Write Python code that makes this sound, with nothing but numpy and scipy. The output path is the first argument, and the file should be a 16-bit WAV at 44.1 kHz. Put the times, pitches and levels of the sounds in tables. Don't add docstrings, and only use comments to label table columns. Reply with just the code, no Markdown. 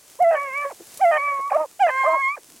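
import sys
import numpy as np
from scipy import signal
from scipy.fft import rfft, irfft, next_fast_len
from scipy.io import wavfile

SR = 44100
rng = np.random.default_rng(int(sys.argv[2]) if len(sys.argv) > 2 else 0)


def generate_wav(signal):
    frames = np.transpose(np.atleast_2d(signal))
    scaled = np.clip(frames, -1, 1) * 32767
    pcm = np.round(scaled).astype(np.int16)
    wavfile.write(sys.argv[1], SR, pcm)


N = 114660
MOUTH_HZ = 1665


def amp(db):
    return 10 ** (np.asarray(db) / 20)


def unit(x):
    return x / np.sqrt(np.mean(abs(x) ** 2) + 1e-20)


def colour_db(points, hz):
    point_hz, point_db = np.transpose(points)
    return np.interp(np.log(hz + 1), np.log(point_hz), point_db)


def coloured(x, points):
    hz = np.fft.rfftfreq(len(x), 1 / SR)
    return unit(irfft(rfft(x) * amp(colour_db(points, hz)), len(x)))


def wander(size, rate_hz):
    n = next_fast_len(max(size, SR // 2))
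    hz = np.fft.rfftfreq(n, 1 / SR)
    slow = rfft(rng.standard_normal(n)) / np.sqrt(1 + (hz / rate_hz) ** 8)
    return unit(irfft(slow, n))[:size]


def add(mix, start_s, sound):
    part = mix[max(round(start_s * SR), 0):][:len(sound)]
    part += sound[:len(part)]


def controls(curve):
    point_s, *columns = np.transpose(curve)
    point_s = np.maximum.accumulate(point_s)
    t = np.arange(point_s[0], point_s[-1], 1 / SR)
    return t, *[np.interp(t, point_s, column) for column in columns]


def weeds():
    # frequency_hz [Hz], level_db [dB per Hz]
    leaf_colour = [(30, -8), (400, 2.5), (1500, -3), (4000, -3), (7000, 1.5), (10000, 0.5), (12500, -4.5),
                   (16000, -7.5)]
    # time_s [s], level_db [dB]
    swish_level = [(0, -52), (.12, -48.5), (.27, -53.5), (.8, -48), (.96, -44), (1.04, -47), (1.22, -51.5),
                   (1.7, -51), (2.35, -53.5), (2.499, -50)]
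    crackles_per_s, crackle_db, crackle_spread_db = 570, -5.5, 6.5
    side_db = -12.5
    size = amp(crackle_spread_db * np.minimum(rng.exponential(1, N), 4))
    size *= rng.random(N) < crackles_per_s / SR
    crackle = unit(size * rng.choice([-1, 1], N))
    mid = coloured(rng.standard_normal(N) + amp(crackle_db) * crackle, leaf_colour)
    side = amp(side_db) * coloured(rng.standard_normal(N), leaf_colour)
    side = signal.sosfilt(signal.butter(8, 11000, fs=SR, output="sos"), side)
    level_db = np.interp(np.arange(N) / SR, *np.transpose(swish_level))
    return np.array([mid + side, mid - side]) * amp(level_db)


def voice(hz, level_db, overtones_db, half_db, rough, throat, mouth_db=0, mouth_hz=MOUTH_HZ,
          treble_db=0, slack_hz=1, count=2):
    jitter, drift = .015, .002
    flutter_db, half_flutter_db = 1.3, 3.2
    quarter_db = -7
    ragged_hz, ragged_share = 4400, .15
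    mouth_width_hz, treble_hz = 200, 3340
    slack_db = 23.5
    edge_s = .005
    n = len(hz)
    pitch_shake = jitter * rough * wander(n, 200) + drift * wander(n, 60)
    turns = np.cumsum(hz * (1 + pitch_shake)) / SR
    slack = np.clip(1 - hz / slack_hz, 0, 1)
    out = np.zeros(n)
    for k in np.arange(1, 11 * count) / count:
        between, is_quarter = k % 1 > 0, k % .5 > 0
        line_hz = k * hz
        ragged = 1 / (1 + (ragged_hz / line_hz) ** 10)
        db = colour_db(throat, line_hz) + overtones_db * np.clip(k - 1, 0, 1)
        db += between * half_db * (1 - ragged) + is_quarter * quarter_db
        db += mouth_db * np.exp(-((line_hz - mouth_hz) / mouth_width_hz) ** 2)
        db += treble_db / (1 + (treble_hz / line_hz) ** 10)
        db -= slack_db * slack * max(k - 2, 0)
        flutter = half_flutter_db if between else flutter_db * min(k - 1, 3) ** 2 / 3
        db += flutter * wander(n, 25)
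        smear = np.clip(rough * k * (1 + between * min(k, 1)) + ragged_share * ragged, 0, 1)
        shake_hz = 90 + 25 * k
        shake = (wander(n, shake_hz) + 1j * wander(n, shake_hz)) / np.sqrt(2)
        line = np.sqrt(1 - smear ** 2) + smear * shake
        out += amp(db) * (line * np.exp(2j * np.pi * (k * turns + rng.random()))).real
    from_ends = np.minimum(np.arange(n), np.arange(n)[::-1])
    edge = np.minimum(from_ends / (edge_s * SR), 1)
    return np.sqrt(2) * out * amp(level_db) * np.sin(edge * np.pi / 2)


def air(level_db):
    # frequency_hz [Hz], level_db [dB per Hz]
    air_colour = [(400, -31), (680, 3.5), (1000, -22), (1900, -2), (4200, -32.5)]
    return coloured(rng.standard_normal(SR), air_colour)[:len(level_db)] * amp(level_db)


def muzzle(t, bay_start_s):
    # time_s [s], level_db [dB]
    treble_level = [(1, -13), (1.45, -8), (1.8, 0), (1.93, 5), (2.17, 2), (2.26, -2)]
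    start_hz, open_s = 2590, 0.076
    resonance_hz = np.interp(t - bay_start_s, [0, open_s], [start_hz, MOUTH_HZ])
    return resonance_hz, np.interp(t, *np.transpose(treble_level))


def yelp(curve, bay_start_s):
    # frequency_hz [Hz], level_db [dB]
    yelp_throat = [(400, -0.5), (820, 0), (1000, -4), (1400, -23.5), (1650, -20.5), (2050, -19),
                   (2450, -30), (2700, -35.5), (2950, -22.5), (3300, -42), (4000, -50), (9000, -49)]
    rough, mouth_db, slack_hz = .012, 8, 670
    t, hz, db, overtones_db = controls(curve)
    return voice(hz, db, overtones_db, 0, rough, yelp_throat, mouth_db, *muzzle(t, bay_start_s),
                 slack_hz, count=1)


def crack(curve, bay_start_s, mouth_db, rough):
    # frequency_hz [Hz], level_db [dB]
    crack_throat = [(300, -14), (560, -1), (660, 0), (760, 8), (920, -4), (1220, -6), (1480, -12),
                    (1800, -6), (2100, -14), (2450, -16), (3050, -23), (3500, -45), (9000, -52)]
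    half_db, low_hz = -12, 500
    t, hz, db, overtones_db = controls(curve)
    rasp = voice(hz, db, overtones_db, half_db, rough, crack_throat, mouth_db,
                 *muzzle(t, bay_start_s), count=4)
    return signal.sosfilt(signal.butter(5, low_hz, "high", fs=SR, output="sos"), rasp)


def howl(curve, bay_start_s, mouth_db):
    # frequency_hz [Hz], level_db [dB]
    howl_throat = [(250, -25), (560, -1.5), (1050, 0), (1700, 1), (2400, 5), (2750, -13), (3170, -22),
                   (3450, -29.5), (4200, -36), (4400, -25), (4800, -38), (7800, -35), (9500, -54)]
    # time_s [s], half_length_s [s], added_roughness [0-1]
    catches = [(.366, .012, .12), (.657, .014, .22), (1.18, .012, .12), (1.395, .01, .14)]
    base_rough, slack_hz = .018, 1004
    air_db = -17
    t, hz, db, overtones_db, half_db = controls(curve)
    rough = base_rough + sum(r * np.exp(-((t - at) / width) ** 2) for at, width, r in catches)
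    tone = voice(hz, db, overtones_db, half_db, rough, howl_throat, mouth_db, *muzzle(t, bay_start_s),
                 slack_hz)
    return tone, air(db + air_db + half_db / 2)


def first_dog():
    # time_s [s], pitch_hz [Hz], level_db [dB], overtones_db [dB]
    yelp_curves = [
        [(.188, 440, -44, 4), (.198, 570, -32, -2), (.207, 690, -15, -15), (.226, 735, -13, -14),
         (.251, 665, -16, -1), (.279, 672, -13.5, -4), (.313, 668, -15.5, -5)],
        [(.992, 500, -46, 8), (1.005, 630, -32, 3), (1.017, 795, -18, 0), (1.031, 775, -13, -5),
         (1.057, 680, -13.5, 0), (1.115, 679, -15.5, 1)],
        [(1.792, 640, -38, 8), (1.8, 770, -25, 6), (1.809, 825, -17, 5), (1.823, 783, -13, 1),
         (1.848, 700, -14, 2), (1.871, 680, -16.5, 3)],
    ]
    crack_curves = [
        [(.307, 655, -17, -14), (.349, 622, -17, -10), (.356, 595, -25.5, -3), (.382, 575, -38, 1)],
        [(1.11, 640, -19, -5), (1.13, 612, -20.5, 1), (1.173, 608, -21.5, 3), (1.186, 580, -32, -3)],
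        [(1.865, 680, -22, -5), (1.88, 642, -19.5, -5), (1.897, 590, -24, -1), (1.909, 530, -38, 5)],
    ]
    howl_curves = [
        [(.348, 1125, -33, -12, 9), (.39, 1127, -26, -8.5, -13), (.43, 1145, -29, -10.5, -4),
         (.515, 1041, -37, -1.5, -3), (.575, 1150, -30.5, 1, -12), (.64, 1162, -28, -12, -3.5),
         (.652, 1112, -28, -21, 2.5), (.695, 1127, -40, -20, 3), (.717, 533, -32.5, -5.5, -51),
         (.738, 234, -34.5, -16, -32)],
        [(1.172, 1125, -28.5, -3.5, -33), (1.2, 1115, -28, -2.5, -12.5), (1.235, 1154, -25, -10, -15),
         (1.285, 1142, -23.5, -6.5, -13), (1.395, 1094, -26, -26, -13.5), (1.425, 1102, -27, -18, -41),
         (1.475, 1134, -26, -26, -30), (1.495, 1133, -29.5, -28, -36), (1.503, 893, -39.5, 3.5, -27),
         (1.514, 587, -25, -15.5, -25), (1.524, 522, -28, 9, -21)],
        [(1.888, 995, -28, -5, -19), (1.912, 1040, -30.5, -6, -8), (2.01, 1068, -20.5, -8, -21.5),
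         (2.075, 1046, -24.5, -8.5, -20.5), (2.15, 1070, -20.5, -12.5, -27.5), (2.205, 1103, -24.5, -9.5, -28),
         (2.24, 1065, -27.5, 2.5, -47), (2.28, 1082, -22.5, -4.5, -50), (2.354, 1206, -35.5, -6.5, -37),
         (2.363, 1016, -47.5, -14, -33), (2.378, 566, -35, -13.5, -11), (2.4, 239, -41.5, -21, -19.5)],
    ]
    howl_mouths_db = [-5.5, -7.5, 12]
    crack_mouths_db = [13, 1, 10]
    crack_roughs = [.12, .06, .16]
    out = np.zeros(N)
    bays = zip(yelp_curves, crack_curves, howl_curves, howl_mouths_db, crack_mouths_db, crack_roughs)
    for yelp_curve, crack_curve, howl_curve, howl_mouth_db, crack_mouth_db, crack_rough in bays:
        bay_start_s = yelp_curve[0][0]
        add(out, bay_start_s, yelp(yelp_curve, bay_start_s))
        add(out, crack_curve[0][0], crack(crack_curve, bay_start_s, crack_mouth_db, crack_rough))
        for sound in howl(howl_curve, bay_start_s, howl_mouth_db):
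            add(out, howl_curve[0][0], sound)
    return out


def field(x):
    t60_s = .2
    t = np.arange(SR // 2) / SR
    tail = rng.standard_normal((2, len(t))) * amp(-60 * t / t60_s)
    return signal.fftconvolve(x[None], tail / np.linalg.norm(tail[0]), axes=1)[:, :N]


def low_swells():
    # start_s [s], length_s [s], centre_hz [Hz], level_db [dB]
    swell_list = [(0.218, 0.016, 174, -50.5), (0.784, 0.058, 378, -46), (1.382, 0.037, 472, -45),
                  (2.46, 0.14, 262, -58.5)]
    width_octaves = 0.41
    out = np.zeros(N)
    hz = np.fft.rfftfreq(SR, 1 / SR)
    for start_s, length_s, centre_hz, db in swell_list:
        octaves = np.log2((hz + 1) / centre_hz)
        band = 1 / (1 + (octaves / width_octaves) ** 2)
        band /= 1 + (hz / centre_hz / 4) ** 2
        body = unit(irfft(rfft(rng.standard_normal(SR)) * band, SR))
        n = int(length_s * SR)
        add(out, start_s, amp(db) * unit(body[:n]) * np.hanning(n) * np.sqrt(2))
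    return out


def bright_bursts():
    # start_s [s], level_db [dB]
    burst_list = [(0.223, -49), (0.9425, -49), (0.9736, -40.5)]
    # frequency_hz [Hz], level_db [dB]
    burst_colour = [(100, -4), (500, -16.5), (2500, -6), (7000, 6.5), (11000, 7), (16000, -1)]
    decay_s, lift_db = 0.0065, 9
    out, t = np.zeros(N), np.arange(SR // 40) / SR
    for start_s, db in burst_list:
        burst = coloured(rng.standard_normal(len(t)), burst_colour) * np.exp(-t / decay_s)
        add(out, start_s, amp(db + lift_db) * burst)
    return out


def second_dog():
    # time_s [s], pitch_hz [Hz], level_db [dB], overtones_db [dB], half_lines_db [dB]
    bark_curves = [
        [(1.514, 822, -20, -25, -21), (1.522, 797, -13.5, 13.5, -34), (1.528, 793, -18, 0, -35),
         (1.531, 534, -29, 14, -3.5), (1.547, 571, -21.5, 14.5, -33), (1.559, 617, -12.5, -8, -26),
         (1.569, 691, -11.5, -5, -27), (1.574, 596, -23.5, -2, -8.5), (1.612, 630, -19, -2, -4),
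         (1.642, 605.5, -26, -2, -6.5), (1.663, 480, -37.5, -1, -18.5)],
        [(2.028, 824, -41, -8, -30), (2.038, 821, -23, -10, -15), (2.049, 529.4, -28.5, 11, -3.5),
         (2.065, 593, -20, 12.5, -52), (2.082, 651, -14, -13, -3.5), (2.11, 634, -20.5, -4.5, -7.5),
         (2.15, 664, -25, 2, 4.5), (2.172, 578, -27, -18, -21), (2.192, 483, -64, 6, 26)],
    ]
    # frequency_hz [Hz], level_db [dB]
    bark_throat = [(310, -28.5), (500, -2.5), (940, -1.5), (1120, -13.5), (1250, -8.5), (1500, -32),
                   (1850, -32), (2400, -37), (3100, -55), (4500, -61)]
    rough, air_db = .09, -30
    out = np.zeros(N)
    for curve in bark_curves:
        t, hz, db, overtones_db, half_db = controls(curve)
        tone = voice(hz, db, overtones_db, half_db, rough, bark_throat)
        add(out, t[0], tone + air(db + air_db))
    return out


def scene():
    balance_db, echo_db = -2, -31
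    dogs = first_dog() + second_dog()
    placed_dogs = dogs * amp([[balance_db / 2], [-balance_db / 2]])
    return placed_dogs + amp(echo_db) * field(dogs) + weeds() + low_swells() + bright_bursts()


def record(dry):
    cutoff_hz = 16550
    low_pass = signal.firwin(511, cutoff_hz, window=("kaiser", 9), fs=SR)
    return signal.oaconvolve(dry, low_pass[None], "same")


dry = scene()
out = record(dry)
generate_wav(out)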